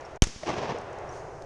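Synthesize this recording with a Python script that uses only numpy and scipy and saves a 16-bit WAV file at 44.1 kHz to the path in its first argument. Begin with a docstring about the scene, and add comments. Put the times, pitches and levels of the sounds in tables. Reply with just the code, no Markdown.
"""An open field ringed by trees: one shotgun shot, heard from the shooter's head.
Shock pulses and damped rings make the crack, then a slow pressure swing; noise bursts make gas and action.
Grass is quickly dying hiss; the tree line is a rolling echo of random impulses, duller with distance.
Shaped noise gives a distant rush, light wind, faint microphone hiss and small gear noises; a look-ahead
limiter ducks them around the shot."""
import sys
import numpy as np
from scipy import signal
from scipy.fft import rfft, irfft
from scipy.io import wavfile
from scipy.ndimage import minimum_filter1d

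SR = 44100
rng = np.random.default_rng(int(sys.argv[2]) if len(sys.argv) > 2 else 0)


def to_wav(sig):
    """Store sig (one row per channel, or 1-D mono) as 16-bit WAV at the path in sys.argv[1].

    Samples outside -1..1 are clipped; the rate is SR.
    """
    pcm = np.clip(np.atleast_2d(sig), -1, 1) * 32767
    pcm = np.round(pcm).astype(np.int16)
    wavfile.write(sys.argv[1], SR, pcm.T)  # frames by channels


N = 63945
T = np.arange(N) / SR  # time [s]

# Distant rush with the last far echoes: (time [s], level [dB])
FAR_LEVEL = [(0, -42), (.17, -44), (.45, -51.5), (.8, -41), (1.05, -38), (1.25, -39), (1.45, -40.5)]
# Tone of the distant rush: (frequency [Hz], level [dB])
FAR_COLOUR = [(40, -10.5), (90, -4.5), (135, -2.5), (225, -16), (370, -1.5), (650, 0.5), (820, -2.5),
              (1200, -9), (1900, -14), (2800, -21.5), (4000, -29.5), (6200, -35), (7500, -43), (10000, -53),
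              (12000, -58), (14000, -80)]
FAR_DULLING_START_S, FAR_DULLING_DB_PER_KHZ_S = 0.89, 7

# Wind on the microphone: (time [s], level [dB])
WIND_LEVEL = [(0, -65), (.15, -51), (.85, -63), (1.05, -53.5), (1.3, -62.5), (1.38, -50.5), (1.45, -55)]
# Tone of the wind: (frequency [Hz], level [dB])
WIND_COLOUR = [(15, 0), (30, -1), (70, -1.5), (150, -14), (400, -49), (2000, -88)]

# Faint steady microphone hiss, rising slightly later: (time [s], level [dB])
HISS_LEVEL = [(0, -67.5), (.9, -68), (1.25, -63.5), (1.45, -64.5)]
# Ticks of dry grass and clothing: (time [s], level [dB])
TICKS = [(.009, -50), (0.059, -53), (0.1178, -60), (0.16, -52.5), (0.7852, -44), (.813, -50), (.930, -53),
         (0.986, -48.5), (1.422, -46)]
TICK_T60_S = 0.013
# Tone shared by ticks, sleeve and hiss: (frequency [Hz], level [dB])
TICK_COLOUR = [(500, -25), (3000, -11), (4500, -5), (5600, -0.5), (6600, -0.5), (7500, -9.5), (9000, -13),
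               (12000, -29), (14000, -43)]
SLEEVE_S, SLEEVE_WIDTH_S, SLEEVE_DB = 1.16, 0.037, -62
# Tinkles of small metal fittings: (time [s], level [dB], pitch [ratio])
TINKLES = [(0.0492, -46, 0.97), (.091, -61, 0.96), (0.108, -61, 1.1), (1.0912, -44.5, 1.01),
           (1.124, -49, 1.1)]
# Modes of one fitting, before pitch and tinkle level: (frequency [Hz], level [dB], t60 [s])
FITTING_MODES = [(5600, -2.5, 0.059), (5800, -5, 0.046), (8300, -23, .04)]

# Rolling echo from the tree line: (time [s], level [dB])
ECHO_LEVEL = [(.415, -43), (0.435, -26.5), (0.443, -36), (.453, -42), (0.464, -30), (0.499, -27.5),
              (0.521, -31), (0.542, -32), (0.551, -37), (0.587, -29), (0.605, -34.5), (0.631, -29.5),
              (0.674, -35), (.704, -28.5), (.742, -37.5), (0.755, -34), (.8, -42.5)]
# Tone of the echo at its middle: (frequency [Hz], level [dB])
ECHO_COLOUR = [(30, -28), (50, -10.5), (80, -5), (180, -2), (300, -2.5), (390, 2.5), (520, -1), (780, 0.5),
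               (1000, -3.5), (1400, -11.5), (2000, -13), (2700, -15), (4200, -22.5), (5800, -21),
               (6600, -27), (7500, -35), (10000, -49.5), (12000, -79)]
TRUNKS_PER_S, TRUNK_SPREAD_DB = 5000, 3
ECHO_MID_S, AIR_DB_PER_KHZ_S = 0.56, 3.5
# Single returns that stand out of the echo: (time [s], pitch [Hz], level [dB], t60 [s])
RETURNS = [(.4335, 1900, -25, .016), (.4348, 640, -14, .022), (.745, 470, -29, .13)]

# Levels of grass, gun and blast are relative: SHOT_DB raises all three together
SHOT_S, SHOT_DB = 0.2211, 40.5

# Tone of the scatter from nearby grass: (frequency [Hz], level [dB])
GRASS_COLOUR = [(20, -18), (45, -9), (100, -8), (200, -7), (380, -10), (550, -14.5), (1000, -16),
                (1800, -16.5), (3000, -16.5), (4000, -16.5), (5800, -12), (6600, -14.5), (7500, -22.5),
                (10000, -32.5), (11500, -46), (14000, -79)]
GRASS_DB, GRASS_FALL_DB_PER_S = -31.5, 234.5
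EARLY_DB, EARLY_T60_S = -28.5, 0.067

# Hiss bursts from muzzle gas and action: (time [s], level [dB], t60 [s])
CLACKS = [(0.222, -20, 0.013), (0.2223, -23.5, 0.015), (0.2383, -16, 0.0099), (0.2406, -30, 0.035),
          (0.2708, -37, 0.041)]
CLACK_RISE_S = 0.00024
# Tone of the bursts and of the early grass hiss: (frequency [Hz], level [dB])
CLACK_COLOUR = [(300, -8), (1500, -7), (4300, -9.5), (5500, -10), (6600, -2), (8000, -12), (10000, -19),
                (12000, -36), (15000, -55)]
# Dull knocks of the recoil: (time [s], level [dB], decay [s])
KNOCKS = [(0.2698, -25.5, 0.002), (0.3033, -50, .002), (0.3617, -49.5, .002)]

# Shock fronts, direct and off gun and ground: (time [s], level [dB], decay [s], ring [dB])
FRONTS = [(0.2213, -5, .00008, -13), (0.2216, -8, .00008, 0), (0.2294, -11, .00022, -24)]
# Modes of the housing around the microphone: (frequency [Hz], level [dB], t60 [s])
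HOUSING_MODES = [(820, -21, .018), (1430, -22, 0.018), (1736, -27, 0.018), (2246, -15, 0.016),
                 (3120, -13.5, 0.017), (3550, -24, 0.01), (5700, -5.5, .0065), (6510, -22, .014),
                 (8600, -24, 0.0095), (11270, -25, .006)]
SWING_S, SWING_DB = 0.2231, -1.5
SWING_RISE_S, SWING_CROSS_S, SWING_DECAY_S = 0.0015, 0.0042, 0.0057

CEILING_DB, RELEASE_DB_PER_S = -0.8, 195
AHEAD_S, HOLD_S, ATTACK_S = 0.0467, 0.035, 0.003
LOW_CUT_HZ, TOP_ROLL_HZ, CUTOFF_HZ = 5.3, 12500, 15600


def from_db(db):
    """Turn decibels into gain."""
    return 10 ** (np.asarray(db) / 20)


def rms_one(x):
    """Scale a signal to unit rms."""
    return x / np.sqrt(np.mean(x ** 2) + 1e-20)


def level(rows):
    """Gain that follows a (time [s], level [dB]) curve."""
    return from_db(np.interp(T, *np.transpose(rows)))


def coloured(colour, source=None):
    """White noise, or a given source, filtered to a tone curve and set to unit rms."""
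    hz, db = np.transpose(colour)
    f = np.maximum(np.fft.rfftfreq(N, 1 / SR), 1)
    if source is None:
        source = rng.standard_normal(N)
    gain = from_db(np.interp(np.log(f), np.log(hz), db))
    return rms_one(irfft(rfft(source) * gain, N))


def dying(start, t60):
    """Envelope that opens at once and falls 60 dB in each t60."""
    return (T >= start) * np.exp(-np.log(1000) * np.clip((T - start) / t60, 0, 10))


def pulse(start, decay):
    """Pressure pulse with a steep front, an exponential tail and height 1."""
    u = np.clip((T - start) / decay, 0, 50)
    p = np.exp(-u) * (1 - np.exp(-4 * u))
    return p / p.max()


def ring(start, modes):
    """Damped resonances struck together, with alternating signs."""
    total = np.zeros(N)
    for k, (hz, db, t60) in enumerate(modes):
        tone = np.sin(2 * np.pi * hz * (T - start))
        total += (-1) ** k * from_db(db) * dying(start, t60) * tone
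    return total


def through_air(x, loss_db_per_khz):
    """Tilt the treble by a time-varying loss that grows with frequency up to 8 kHz."""
    band_khz = np.array([0, 1, 2, 4, 8])
    f_khz, spectrum = np.fft.rfftfreq(N, 1000 / SR), rfft(x)
    total = np.zeros(N)
    # overlapping bands that sum to the whole, each with its own loss
    for khz, share in zip(band_khz, np.eye(len(band_khz))):
        band = irfft(spectrum * np.interp(f_khz, band_khz, share), N)
        total += band * from_db(-khz * loss_db_per_khz)
    return total


def distant_rush():
    """Shaped noise that swells with the last far echoes and slowly loses treble."""
    dulling = FAR_DULLING_DB_PER_KHZ_S * np.maximum(T - FAR_DULLING_START_S, 0)
    return level(FAR_LEVEL) * through_air(coloured(FAR_COLOUR), dulling)


def wind():
    """Low rumble of light wind on the microphone, rising and falling."""
    return level(WIND_LEVEL) * coloured(WIND_COLOUR)


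def hiss_and_handling():
    """A faint hiss, noise ticks and a sleeve as the gun is lowered, plus ringing metal fittings."""
    ticks = sum(from_db(db) * dying(s, TICK_T60_S) for s, db in TICKS)
    sleeve = from_db(SLEEVE_DB) * np.exp(-0.5 * ((T - SLEEVE_S) / SLEEVE_WIDTH_S) ** 2)
    # one bright noise carries all three
    bright_noise = coloured(TICK_COLOUR) * (level(HISS_LEVEL) + ticks + sleeve)
    tinkles = np.zeros(N)
    for s, db, pitch in TINKLES:
        tinkles += from_db(db) * ring(s, np.array(FITTING_MODES) * [pitch, 1, 1])
    return bright_noise + tinkles


def tree_line():
    """Countless trunks return the blast as random impulses, duller the later they arrive."""
    hits = rng.random(N) < TRUNKS_PER_S / SR
    sizes = from_db(TRUNK_SPREAD_DB * rng.standard_normal(N))
    trunks = hits * rng.choice([-1, 1], N) * sizes
    first, last = ECHO_LEVEL[0][0], ECHO_LEVEL[-1][0]
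    # quick fade in ahead of the first point, softer fade out after the last
    edges = np.exp(-np.maximum(first - T, 0) / 0.01 - np.maximum(T - last, 0) / 0.05)
    # negative ahead of the middle: early returns are brighter
    air_loss = AIR_DB_PER_KHZ_S * (np.clip(T, first, last) - ECHO_MID_S)
    echo = through_air(coloured(ECHO_COLOUR, trunks), air_loss)
    standouts = sum(ring(s, [mode]) for s, *mode in RETURNS)
    return level(ECHO_LEVEL) * edges * echo + standouts


def grass():
    """The near field scatters the blast back as two bright, quickly dying hisses."""
    fall_db = GRASS_FALL_DB_PER_S * np.maximum(T - SHOT_S, 0)
    scatter = coloured(GRASS_COLOUR) * (T >= SHOT_S) * from_db(GRASS_DB - fall_db)
    early = coloured(CLACK_COLOUR) * from_db(EARLY_DB) * dying(SHOT_S, EARLY_T60_S)
    return scatter + early


def gun():
    """Noise bursts for muzzle gas and clacking action, dull pulses for the recoil."""
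    bursts = np.zeros(N)
    for s, db, t60 in CLACKS:
        rise = np.clip((T - s) / CLACK_RISE_S, 0, 1)
        bursts += from_db(db) * dying(s, t60) * rise
    knocks = sum(from_db(db) * pulse(s, decay) for s, db, decay in KNOCKS)
    return coloured(CLACK_COLOUR) * bursts + knocks


def blast():
    """Shock fronts ring the housing; a deep suction follows and swings back through zero."""
    crack = np.zeros(N)
    for s, db, decay, ring_db in FRONTS:
        crack += from_db(db) * pulse(s, decay) + from_db(ring_db) * ring(s, HOUSING_MODES)
    age = np.maximum(T - SWING_S, 0)
    # the suction builds up to its deepest point at SWING_S
    rise = np.clip(1 + (T - SWING_S) / SWING_RISE_S, 0, 1)
    swing = rise * (1 - age / SWING_CROSS_S) * np.exp(-age / SWING_DECAY_S)
    return crack - from_db(SWING_DB) * swing


def scene():
    """Background, gear and echo, with the shot and its near field far above them."""
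    background = distant_rush() + wind() + hiss_and_handling()
    shot = from_db(SHOT_DB) * (grass() + gun() + blast())
    return (background + tree_line() + shot)[None]


def limiter(x):
    """The gain drops ahead of a peak, holds, then climbs back at a steady dB rate."""
    over_db = np.maximum(20 * np.log10(np.abs(x) + 1e-9) - CEILING_DB, 0)
    ahead, hold = int(AHEAD_S * SR), int(HOLD_S * SR)
    size = ahead + hold + 1
    # largest overshoot (minimum of the negative) from hold samples back to ahead samples forward
    peaks = -minimum_filter1d(-np.pad(over_db, (hold, ahead)), size)
    held_db = peaks[size // 2:size // 2 + N]
    release_db = RELEASE_DB_PER_S * T
    cut_db = np.maximum.accumulate(held_db + release_db) - release_db
    r = np.exp(-1 / (ATTACK_S * SR))  # one-pole smoothing of the gain cut
    return x * from_db(-signal.lfilter([1 - r], [1, -r], cut_db))


def record(dry):
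    """The microphone rolls off the top; then limiter, low cut and a steep top cut."""
    top_roll = signal.butter(4, TOP_ROLL_HZ, fs=SR, output="sos")
    low_cut = signal.butter(1, LOW_CUT_HZ, "high", fs=SR, output="sos")
    steep_cut = signal.cheby2(12, 70, CUTOFF_HZ, fs=SR, output="sos")
    limited = limiter(signal.sosfilt(top_roll, dry[0]))
    return signal.sosfilt(steep_cut, signal.sosfilt(low_cut, limited))[None]


dry = scene()
out = record(dry)
to_wav(out)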